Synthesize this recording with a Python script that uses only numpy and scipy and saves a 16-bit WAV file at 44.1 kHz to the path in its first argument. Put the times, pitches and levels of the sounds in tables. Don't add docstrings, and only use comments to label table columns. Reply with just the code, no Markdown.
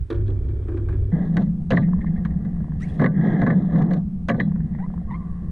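import sys
import numpy as np
from scipy import signal
from scipy.fft import rfft, irfft, next_fast_len
from scipy.io import wavfile
from scipy.ndimage import uniform_filter1d, minimum_filter1d, map_coordinates

SR = 44100
rng = np.random.default_rng(int(sys.argv[2]) if len(sys.argv) > 2 else 0)


def wav_out(sig):
    wavfile.write(sys.argv[1], SR, np.round(np.clip(np.atleast_2d(sig).T, -1, 1) * 32767).astype(np.int16))


N = 242991

# (frequency [Hz], relative gain [dB])
SKIN_SPECTRUM = [(60, -61.5), (118, -20.5), (142, -7), (155, -2), (174, 3), (200, -2.5), (225, -9),
                 (260, -27), (330, -28.5), (450, -67.5), (900, -120)]
GROWL_SPECTRUM = [(70, -36.5), (100, -15), (130, 4), (175, -6.5), (235, 3), (290, 3.5), (370, -2.5),
                  (520, -6), (610, -15), (700, -5.5), (900, -17.5), (1200, -19.5), (1400, -27.5),
                  (2400, -100)]
WHIRR_SPECTRUM = [(900, -50.5), (1400, -18), (1660, 8), (1800, 5.5), (2000, 4.5), (2300, -19.5),
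                  (2850, -31.5), (3300, -15.5), (3900, -35.5), (4800, -42.5), (5900, -35.5), (6600, -46),
                  (7300, -48), (14000, -81.5)]
RASP_SPECTRUM = [(2200, -28), (2800, -10.5), (3400, 5), (4000, 1), (4500, -13.5), (5600, -25),
                 (6600, -10.5), (7300, -29), (12000, -49)]
# (frequency [Hz], relative level [dB])
PLYWOOD_MODES = [(270, 15.5), (315, 5.5), (409, -1), (475, -13.5), (530, -3.5), (605, 2.5), (695, -6.5),
                 (755, -3)]
# (time [s], hold [s], drone level [dB])
SKIN_LOADS = [(1.119, 0.054, -17.5), (1.3, 0.14, -19), (1.71, 0.018, -13.5), (2.987, 0.049, -11),
              (3.154, 0.37, -14.5), (3.513, 0.077, -17.5), (3.716, 0.12, -13.5), (4.266, 0.21, -18.5)]
# (time [s], growl [dB], whirr [dB], relative rasp [dB])
WHEEL_PASSES = [
    [(1.11, -34.5, -45, -66), (1.135, -33.5, -49, -70.5), (1.22, -32.5, -49.5, -63.5),
     (1.27, -36, -52.5, -62), (1.31, -43.5, -63, -72), (1.35, -36.5, -56, -63), (1.42, -30.5, -57.5, -61),
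     (1.52, -78.5, -77, -83.5)],
    [(2.82, -53.5, -54.5, -75), (2.98, -40, -62.5, -59), (3.09, -50, -58, -73), (3.16, -32.5, -42, -75),
     (3.255, -22, -36, -52), (3.3, -24.5, -35.5, -55), (3.35, -21.5, -36, -55.5),
     (3.49, -34.5, -40.5, -55.5), (3.57, -31, -51, -58), (3.67, -35, -56, -61.5), (3.72, -31, -46, -60.5),
     (3.8, -23, -49.5, -59.5), (3.87, -31.5, -53.5, -67), (3.95, -29, -58, -64), (4.04, -49, -81.5, -85.5)],
]
# (start [s], end [s], drone level [dB])
COPING_STALLS = [(1.766, 3.005, -19.5), (4.426, 5.6, -23.5)]

# (time [s], knock [dB], clack [dB], crack [dB])
SINGLE_BLOWS = [(1.367, -18.5, -21, -30), (1.419, -33, -46, -46.5), (1.461, -38.5, -53.5, -63),
                (1.742, -17.5, -25.5, -54), (1.771, -11.5, -16.5, -40), (2.249, -36.5, -26, -40),
                (2.449, -29.5, -44, -55.5), (2.993, -16.5, -21.5, -48.5), (3.018, -17, -15.5, -37.5),
                (3.039, -7, -14.5, -40), (3.057, -6, -9.5, -38.5), (3.415, -4.5, -19, -37.5),
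                (3.429, -11.5, -18.5, -43), (3.463, -10, -12.5, -39.5), (3.469, -7.5, -14.5, -41),
                (3.499, -11.5, -15.5, -44.5), (3.521, -17, -26.5, -55.5), (3.754, -21.5, -25.5, -50),
                (3.781, -26, -34, -44.5), (3.807, -23.5, -26.5, -64), (3.819, -33.5, -29.5, -38.5),
                (3.907, -20.5, -26.5, -46), (3.933, -27, -31.5, -35.5), (3.962, -33, -40, -51),
                (4.342, -19, -27.5, -50), (4.378, -15, -45.5, -59), (4.4, -22.5, -22, -39)]
BOARD_LANDINGS = [(1.704, -11, -19, -27.5), (2.998, -7.5, -24, -39.5), (4.284, -11.5, -13, -27)]
# (time [s], relative level [dB])
EDGE_STRIKES = [(1.370, -37), (1.708, -16.5), (1.716, -31), (4.291, -14)]
# (time [s], level [dB], tilt [dB/octave])
DECK_FLEXES = [(1.367, -31.5, 2), (1.388, -34.5, 31), (1.706, -10.5, -9.5), (1.728, -15.5, 11.5),
               (1.772, -19.5, -0.5), (3.001, -16, -3), (3.04, -26, -13), (3.416, -18.5, 7),
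               (3.467, -14, -7.5), (3.778, -25.5, 15), (3.908, -27, 18), (4.284, -17, -1.5),
               (4.299, -7.5, -6)]
# (time [s], slap [dB], after-ring [dB])
TRUCK_SLAPS = [(1.769, -7, -41.5), (3.039, -9, -53), (3.059, -3.5, -44), (3.417, -21, -56),
               (3.502, -12, -56.5), (4.398, -5, -33), (4.407, -14, -58.5)]
# (frequency [Hz], relative gain [dB])
KNOCK_SPECTRUM = [(70, -21.5), (125, 11), (175, 0), (260, 8.5), (330, -8.5), (420, -4), (520, -4),
                  (610, -7.5), (690, -12.5), (870, -18), (1300, -44.5), (2500, -120)]
CLACK_SPECTRUM = [(500, -33), (880, -3), (1080, 9), (1330, -2.5), (1470, -3.5), (1680, 8.5), (1950, 2),
                  (2250, -8.5), (3000, -54), (5000, -120)]
CRACK_SPECTRUM = [(1200, -55), (2400, -1.5), (3200, -2.5), (4000, 0), (5000, -17.5), (6600, -13),
                  (7500, -25.5), (9500, -24), (14000, -45.5)]
EDGE_SPECTRUM = [(1600, -36.5), (2300, 7), (2750, 7), (3200, 6.5), (3700, -22.5), (4500, -8.5), (6000, -26),
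                 (9000, -35.5), (14000, -50.5)]
TRUCK_SPECTRUM = [(1200, -49.5), (1650, 1.5), (1850, 13), (2020, 9), (2300, -10), (2900, -21),
                  (3500, -17.5), (4000, -23), (4700, -44.5), (6500, -48.5), (9000, -70)]
# (frequency [Hz], relative level [dB], t60 [s])
COPING_MODES = [(1030, -6.5, 0.034), (1178, -13, 0.16), (1520, -12, 0.13), (1683, -7, 0.1),
                (1710, -9.5, 0.071), (1990, -7, 0.068)]
TRUCK_MODES = [(1723, -3, .13), (1981, 0, .12), (3375, -13, .2), (3760, -14, .12), (3890, -12, .14),
               (4090, -14, .14)]
DECK_MODES = [(305, -19, 0.16), (488, -16, 0.06), (529, -3, 0.11), (617, -6.5, 0.04), (692.3, -7, 0.12)]
FIRST_DECK_MODES = [(333, 0.5, 0.11), (452.4, -2, 0.23), (555, -15.5, 0.39), (1183, -20, 0.18),
                    (1380, -25.5, 0.22), (1440, -30, 0.35)]

# (time [s], level [dB])
BOOM_LEVELS = [(0.02, -20), (0.085, -41), (0.17, -20), (0.52, -23), (0.68, -26), (1.04, -18.5), (1.12, -27)]
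# (time [s], thud [dB], rattle [dB])
WHEEL_THUDS = [(0.102, -25, -36), (0.112, -26, -38.5), (0.125, -31, -39.5), (0.15, -35, -47.5),
               (0.179, -33, -48.5), (0.279, -29.5, -47.5), (0.302, -37.5, -49.5), (0.486, -34.5, -50),
               (0.683, -28, -41), (0.716, -35, -47), (0.739, -24.5, -51), (0.77, -31.5, -41),
               (0.885, -31.5, -36), (0.925, -35.5, -41.5), (0.94, -35, -48)]
# (time [s], level [dB])
TRUCK_CLINKS = [(0.102, -37.5), (0.11, -47.5), (0.124, -45.5), (0.144, -52), (0.156, -52.5), (0.263, -57),
                (0.276, -50.5), (0.301, -52), (0.485, -57.5), (0.772, -55.5)]
# (frequency [Hz], relative gain [dB])
BOOM_SPECTRUM = [(15, -21.5), (30, -9), (46, -10), (62, -7.5), (76, -6), (87, -21.5), (100, 0), (114, -27),
                 (140, -17), (160, -26.5), (220, -49), (400, -120)]
PANEL_SPECTRUM = [(150, -36), (200, -18), (255, 0), (300, -13), (355, -2.5), (420, -8), (520, -20.5),
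                  (700, -30), (1200, -41), (2000, -120)]
FAR_WHEEL_SPECTRUM = [(350, -27.5), (600, 10), (726, -20), (790, -6.5), (1040, -11), (1130, -5.5),
                      (1630, -7.5), (1840, -6), (1990, -21.5), (2370, -7.5), (2770, -45), (3220, -12.5),
                      (4380, -39), (5690, -72.5), (9640, -120)]
THUD_SPECTRUM = [(150, -53.5), (260, -5.5), (350, 13.5), (440, -9.5), (560, -15), (750, -24), (1200, -25),
                 (2500, -120)]
RATTLE_SPECTRUM = [(480, -9.5), (620, 1.5), (900, 3.5), (1200, 4.5), (1650, 8.5), (2050, -5.5), (2400, -4),
                   (2800, -13), (3800, -17.5), (5000, -28), (9500, -30), (14000, -50.5)]
CLINK_SPECTRUM = [(1800, -23.5), (2400, 5.5), (2800, -3), (3300, 7), (3800, 2), (4350, -2), (5000, -16.5),
                  (6000, -14), (7000, -36), (9000, -19.5), (14000, -60)]

# (start [s], end [s], spacing [s], relative level [dB])
BALANCE_TICKS = [(1.885, 1.94, .046, 7), (1.989, 2.06, .054, 3), (2.158, 2.22, .051, -2),
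                 (2.565, 2.735, .0385, -2), (4.474, 4.62, .0428, 2), (4.747, 5.02, .0382, 0)]
# (time [s], relative level [dB])
COPING_RUBS = [(1.82, -43), (2.005, -45.5), (2.058, -45), (2.158, -48.5), (2.3, -53), (4.388, -38.5),
               (4.734, -50.5), (4.78, -51), (5.102, -50.5)]
# (time [s], length [s], start pitch [Hz], end pitch [Hz], relative level [dB],
# overtone gain [dB])
RUBBER_SQUEAKS = [(2.798, 0.03, 1180, 1480, -54, 5), (2.811, 0.05, 1730, 2400, -40.5, -1),
                  (2.851, 0.026, 2600, 2900, -45, -8), (2.886, 0.032, 3450, 3250, -47, -20),
                  (4.78, 0.055, 650, 920, -46, -4), (4.818, 0.048, 940, 1020, -43, 0),
                  (5.1, 0.03, 1030, 880, -42, -1), (5.12, 0.05, 960, 1100, -38.5, 0),
                  (5.108, 0.03, 3550, 3800, -54, -20), (5.21, 0.03, 1110, 990, -47, -5)]
# (time [s], level [dB])
TAIL_SCUFFS = [(2.797, -39.5), (2.872, -42.5), (2.93, -47)]
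# (time [s], length [s], relative level [dB])
HARDWARE_SHAKES = [(1.387, 0.05, -59.5), (1.735, 0.038, -56), (1.766, 0.018, -45), (1.788, 0.039, -60.5),
                   (3.0, 0.058, -53), (3.039, 0.009, -38.5), (3.058, 0.0087, -41), (3.412, 0.04, -55.5),
                   (3.461, 0.024, -50), (3.501, 0.031, -59), (3.752, 0.02, -58.5), (3.778, 0.028, -62),
                   (3.905, 0.022, -54.5), (3.926, 0.022, -55), (3.962, 0.018, -59.5), (4.331, 0.06, -64.5),
                   (4.396, 0.014, -40.5)]
# (frequency [Hz], relative gain [dB])
TICK_SPECTRUM = [(290, -9), (500, -1), (750, 0), (1050, -2), (1450, -16), (1750, -10), (2310, -32),
                 (2610, -48), (3300, -36), (4000, -50), (5200, -82), (8800, -120)]
SQUEAK_SPECTRUM = [(700, 6), (1100, 3), (2000, 0), (2400, -7), (2800, -18), (3100, -26), (3350, -9),
                   (3700, -13), (4000, -25), (4500, -24), (5500, -12), (6700, -10), (9000, -16),
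                   (12000, -30)]
SCUFF_SPECTRUM = [(700, -32), (1800, 0.5), (2500, 14), (3200, 4), (4000, 3.5), (5000, 1), (7400, -3),
                  (8800, -0.5), (11000, -8), (13000, -33)]
WHINE_SPECTRUM = [(900, -24.5), (1090, -6.5), (1170, -5.5), (1250, -42.5), (1500, -27), (3000, -120)]
HARDWARE_SPECTRUM = [(900, -20.5), (1500, -5), (2000, 6), (2600, -8), (3300, -0.5), (4100, 2),
                     (4800, -15.5), (5600, -15.5), (6800, -20), (8000, -26), (13000, -38.5)]
LOW_RUMBLE_SPECTRUM = [(12, 0), (25, -11.5), (45, -7.5), (62, 3), (76, -4), (100, -6.5), (130, -20),
                       (250, -37.5), (500, -120)]
HISS_SPECTRUM = [(100, 14), (1500, 14), (2800, 5.5), (5000, 0), (7000, -3), (8800, 0.5), (11000, -7),
                 (14000, -19.5), (16000, -42)]


def second_ramp():
    t = np.arange(N) / SR
    stall = sum(amp(db) * swell(s, s, attack=0.046, fade_db_per_s=7) * (t < end)
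                for s, end, db in COPING_STALLS)
    load_power = sum((amp(db) * swell(s, s + hold, attack=0.022, fade_db_per_s=41)) ** 2
                     for s, hold, db in SKIN_LOADS)
    growling, whirring, rasping = sum(amp(curves(rows)) * (t > rows[0][0]) * (t < rows[-1][0])
                                      for rows in WHEEL_PASSES)
    free_spin = amp(-67) * sum((t > s) * (t < end) for s, end, _ in COPING_STALLS)
    skin = np.hypot(np.sqrt(load_power), stall) * rumble(SKIN_SPECTRUM, even_s=0.28, grit_db=0)
    low_gain = np.hypot(amp(-31.5), amp(-7.5) * stall)
    low_rumble = low_gain * rumble(LOW_RUMBLE_SPECTRUM, even_s=0.83, grit_db=6)
    growl_gain = np.hypot(growling + amp(-22) * stall, amp(-50.5))
    growl = growl_gain * rumble(GROWL_SPECTRUM, even_s=0.49, grit_db=2)
    whirr_gain = np.hypot(whirring + amp(-42) * stall, free_spin)
    whirr = whirr_gain * rumble(WHIRR_SPECTRUM, even_s=0.072, grit_db=1.5)
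    rasp = amp(-7) * rasping * rumble(RASP_SPECTRUM, even_s=0.1, grit_db=4.5)
    return skin + low_rumble + growl + whirr + rasp + amp(-1.5) * growling * plywood()


def plywood(width_hz=45, lump_db=3.5, swing_db=6):
    m = next_fast_len(N, True)
    f, track = np.fft.rfftfreq(m, 1 / SR), np.zeros(N)
    bumps = rfft(rng.standard_normal(N) * amp(lump_db * np.tanh(wobble(45))), m)
    damping = 1j * f * width_hz
    for hz, db in PLYWOOD_MODES:
        resonator = damping / (hz ** 2 - f ** 2 + damping)
        mode = irfft(bumps * resonator ** 2, m)[:N]
        track += amp(db + swing_db * np.tanh(wobble(15))) * unit(mode)
    return unit(track)


def blow(knock_db, clack_db, crack_db):
    knock = amp(knock_db) * burst(KNOCK_SPECTRUM, t60=0.17, rise=0.0058)
    clack = amp(clack_db) * burst(CLACK_SPECTRUM, t60=0.044, rise=0.003)
    crack = burst(CRACK_SPECTRUM, t60=0.024, rise=0.0018)
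    crack += amp(-21) * burst(CRACK_SPECTRUM, t60=0.11, rise=0.0028)
    coping = amp((knock_db + clack_db) / 2 - 7) * ring(COPING_MODES, rise=0.0031, wander=1.2)
    return knock + clack + amp(crack_db) * crack + coping


def blows_and_landings(rebound_s=0.013, dulling_db=4):
    track = np.zeros(N)
    for s, *levels in SINGLE_BLOWS:
        add(track, s, blow(*levels))
    for s, knock_db, clack_db, crack_db in BOARD_LANDINGS:
        for k, weight_db in enumerate([-6.5, 0, -6]):
            contact = blow(knock_db + weight_db, clack_db + weight_db / 2, crack_db - k * dulling_db)
            add(track, s + k * rebound_s, contact)
    return track


def deck_and_trucks():
    track = np.zeros(N)
    for s, db in EDGE_STRIKES:
        add(track, s, amp(db - 6) * burst(EDGE_SPECTRUM, t60=0.023, rise=0.00089))
    pivot_hz = DECK_MODES[2][0]
    for s, db, tilt in DECK_FLEXES:
        modes = [(hz, level + tilt * np.log2(hz / pivot_hz), t60) for hz, level, t60 in DECK_MODES]
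        add(track, s, amp(db) * ring(modes, rise=0.0028, wander=0.25))
    for s, db, ring_db in TRUCK_SLAPS:
        add(track, s, amp(db) * burst(TRUCK_SPECTRUM, t60=0.021, rise=0.0016))
        add(track, s, amp(ring_db) * ring(TRUCK_MODES, rise=0.0016, wander=1.4))
    return track


def first_ramp():
    touchdown_s = WHEEL_THUDS[0][0]
    rolling = np.maximum(amp(-14), np.arange(N) > touchdown_s * SR)
    track = amp(curves(BOOM_LEVELS)[0]) * rumble(BOOM_SPECTRUM, even_s=0.035, grit_db=12.5)
    track += rolling * amp(-41) * rumble(PANEL_SPECTRUM, even_s=0.077, grit_db=3)
    grain = unit(amp(2 * wobble(50) + 2 * wobble(400)))
    track += rolling * grain * amp(-60.5) * rumble(FAR_WHEEL_SPECTRUM, even_s=0.16, grit_db=2.5)
    add(track, touchdown_s, amp(-22) * ring(FIRST_DECK_MODES, rise=0.00089, wander=0.31))
    for s, thud_db, rattle_db in WHEEL_THUDS:
        add(track, s, amp(thud_db) * burst(THUD_SPECTRUM, t60=0.25, rise=0.0018))
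        rattle = burst(RATTLE_SPECTRUM, t60=0.04, rise=0.0012)
        rattle += amp(-9) * burst(RATTLE_SPECTRUM, t60=0.17, rise=0.004)
        add(track, s, amp(rattle_db) * rattle)
    for s, db in TRUCK_CLINKS:
        add(track, s, amp(db) * burst(CLINK_SPECTRUM, t60=0.036, rise=0.0013))
    return track


def first_ride(narrowing_db_per_s=19):
    width = amp(-14.5 - narrowing_db_per_s * np.arange(N) / SR)
    mid = first_ramp()
    side = width * (first_ramp() - 0.57 * mid)
    return np.array([mid + side, mid - side])


def creaks(tick_db=-31.5, edge_sag_db=3, scatter_db=1.5):
    track = np.zeros(N)
    for start, end, spacing, db in BALANCE_TICKS:
        for s in np.arange(start, end, spacing):
            sag_db = edge_sag_db * (2 * (s - start) / (end - start) - 1) ** 2
            wood = [(hz, level + 3 * rng.standard_normal()) for hz, level in TICK_SPECTRUM]
            tick = burst(wood, t60=0.018, rise=0.0006)
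            add(track, s, amp(tick_db + db - sag_db + scatter_db * rng.standard_normal()) * tick)
    for s, db in COPING_RUBS:
        add(track, s, amp(db + 9.5) * burst(TRUCK_SPECTRUM, t60=0.096, rise=0.0086))
    return track


def squeaks(jitter=0.028, waver=0.012, flicker_db=4):
    t, track = np.arange(N) / SR, np.zeros(N)
    for s, length, start_hz, end_hz, db, bright_db in RUBBER_SQUEAKS:
        progress = np.clip((t - s) / length, 0, 1)
        hz = start_hz + (end_hz - start_hz) * progress
        phase = 2 * np.pi * np.cumsum(hz * (1 + jitter * wobble(900) + waver * wobble(130))) / SR
        partials = [amp(along(SQUEAK_SPECTRUM, k * hz)) * np.sin(k * phase) / k for k in range(1, 5)]
        overtones = amp(bright_db) * sum(partials[1:])
        tone = partials[0] + amp(flicker_db * wobble(150)) * overtones
        track += np.sin(np.pi * progress) * amp(db + 3 * wobble(340)) * tone
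    return track


def tail_scuffs():
    scrape = np.zeros(N)
    for s, db in TAIL_SCUFFS:
        add(scrape, s, amp(db) * burst(SCUFF_SPECTRUM, t60=0.17, rise=0.06))
    grit = unit(amp(1.5 * wobble(300)))
    return grit * scrape


def whine(start_s=5.07):
    envelope = amp(-46.5) * swell(start_s, start_s, attack=0.02, fade_db_per_s=34)
    return envelope * rumble(WHINE_SPECTRUM, even_s=0.07, grit_db=3)


def hardware_rattles(clicks_per_s=900):
    t = np.arange(N) / SR
    shaking = sum(amp(db) * np.sqrt(np.abs(np.sin(np.pi * np.clip((t - s) / length, 0, 1))))
                  for s, length, db in HARDWARE_SHAKES)
    clicks = (rng.random(N) < clicks_per_s / SR) * rng.standard_normal(N)
    return amp(1.5) * colour(shaking * unit(clicks), HARDWARE_SPECTRUM)


def air():
    shared, left, right = [colour(rng.standard_normal(N), HISS_SPECTRUM) for _ in range(3)]
    return amp(-67) * (shared + amp(-21.5) * np.array([left, right]))


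def rumble(spectrum, even_s, grit_db):
    x = colour(rng.standard_normal(N) * amp(grit_db * wobble(350)), spectrum)
    power = signal.fftconvolve(x ** 2, np.hanning(int(even_s * SR) + 3), "same")
    return unit(x / np.sqrt(np.abs(power) + 1e-12))


def burst(spectrum, t60, rise, contact_s=0.001):
    t = np.arange(SR // 2) / SR
    envelope = amp(-60 * t / t60) * (1 - np.exp(-t / rise)) * (1 - np.exp(-t / contact_s))
    x = colour(rng.standard_normal(len(t)) * envelope, spectrum)
    return x * np.linalg.norm(envelope) / np.linalg.norm(x)


def ring(modes, rise, wander):
    t, sound = np.arange(SR // 2) / SR, np.zeros(SR // 2)
    for hz, db, t60 in modes:
        drift = uniform_filter1d(uniform_filter1d(rng.standard_normal(len(t)), size=150), size=110)
        turns = hz * t + rng.random() + wander * np.cumsum(drift) / np.sqrt(SR)
        sound += amp(db + 2 * rng.standard_normal() - 60 * t / t60) * np.sin(2 * np.pi * turns)
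    return sound * (1 - np.exp(-t / rise))


def colour(x, spectrum):
    m = 2 * next_fast_len(len(x) // 2 + SR // 4)
    gain = unit(amp(along(spectrum, np.fft.rfftfreq(m, 1 / SR))))
    cepstrum = irfft(np.log(gain + 1e-6))
    cepstrum[1:m // 2] *= 2
    cepstrum[m // 2 + 1:] = 0
    return irfft(rfft(x, m) * np.exp(rfft(cepstrum)), m)[:len(x)]


def swell(start, end, attack, fade_db_per_s):
    t = np.arange(N) / SR
    return np.clip((t - start) / attack, 0, 1) * amp(-fade_db_per_s * np.maximum(t - end, 0))


def wobble(rate):
    return map_coordinates(rng.standard_normal(int(N * rate / SR) + 4), [np.arange(N) * rate / SR])


def along(spectrum, hz):
    f, db = np.transpose(spectrum)
    return np.interp(np.log(hz + 1), np.log(f), db)


def curves(rows):
    times, *columns = np.transpose(rows)
    return [np.interp(np.arange(N) / SR, times, column) for column in columns]


def add(track, s, sound):
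    part = track[round(s * SR):][:len(sound)]
    part += sound[:len(part)]


def amp(db):
    return 10 ** (np.asarray(db) / 20)


def unit(x):
    return x / np.sqrt(np.mean(x ** 2) + 1e-20)


def scene(change_s=1.12):
    crossfade = uniform_filter1d(1.0 * (np.arange(N) > change_s * SR), size=400)
    ride = (1 - crossfade) * first_ride() + crossfade * second_ramp()
    impacts = blows_and_landings() + deck_and_trucks() + hardware_rattles()
    return ride + impacts + creaks() + squeaks() + tail_scuffs() + whine() + air()


def record(dry, ceiling_db=-8.5, recover_s=0.16, linger_s=0.81, linger_share=0.49, top_hz=15000):
    t = np.arange(N) / SR
    over_db = np.maximum(20 * np.log10(np.abs(dry).max(axis=0) + 1e-9) - ceiling_db, 1e-6)
    fast_db, slow_db = [np.exp(np.maximum.accumulate(np.log(over_db) + t / release) - t / release)
                        for release in (recover_s, linger_s)]
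    duck_db = np.maximum(fast_db, linger_share * slow_db)
    gain = uniform_filter1d(minimum_filter1d(amp(-duck_db), size=200), size=180)
    m = next_fast_len(N + SR // 2)
    passband = np.fft.rfftfreq(m, 1 / SR) < top_hz
    return irfft(rfft(dry * gain, m) * passband, m)[:, :N]


dry = scene()
out = record(dry)
wav_out(out)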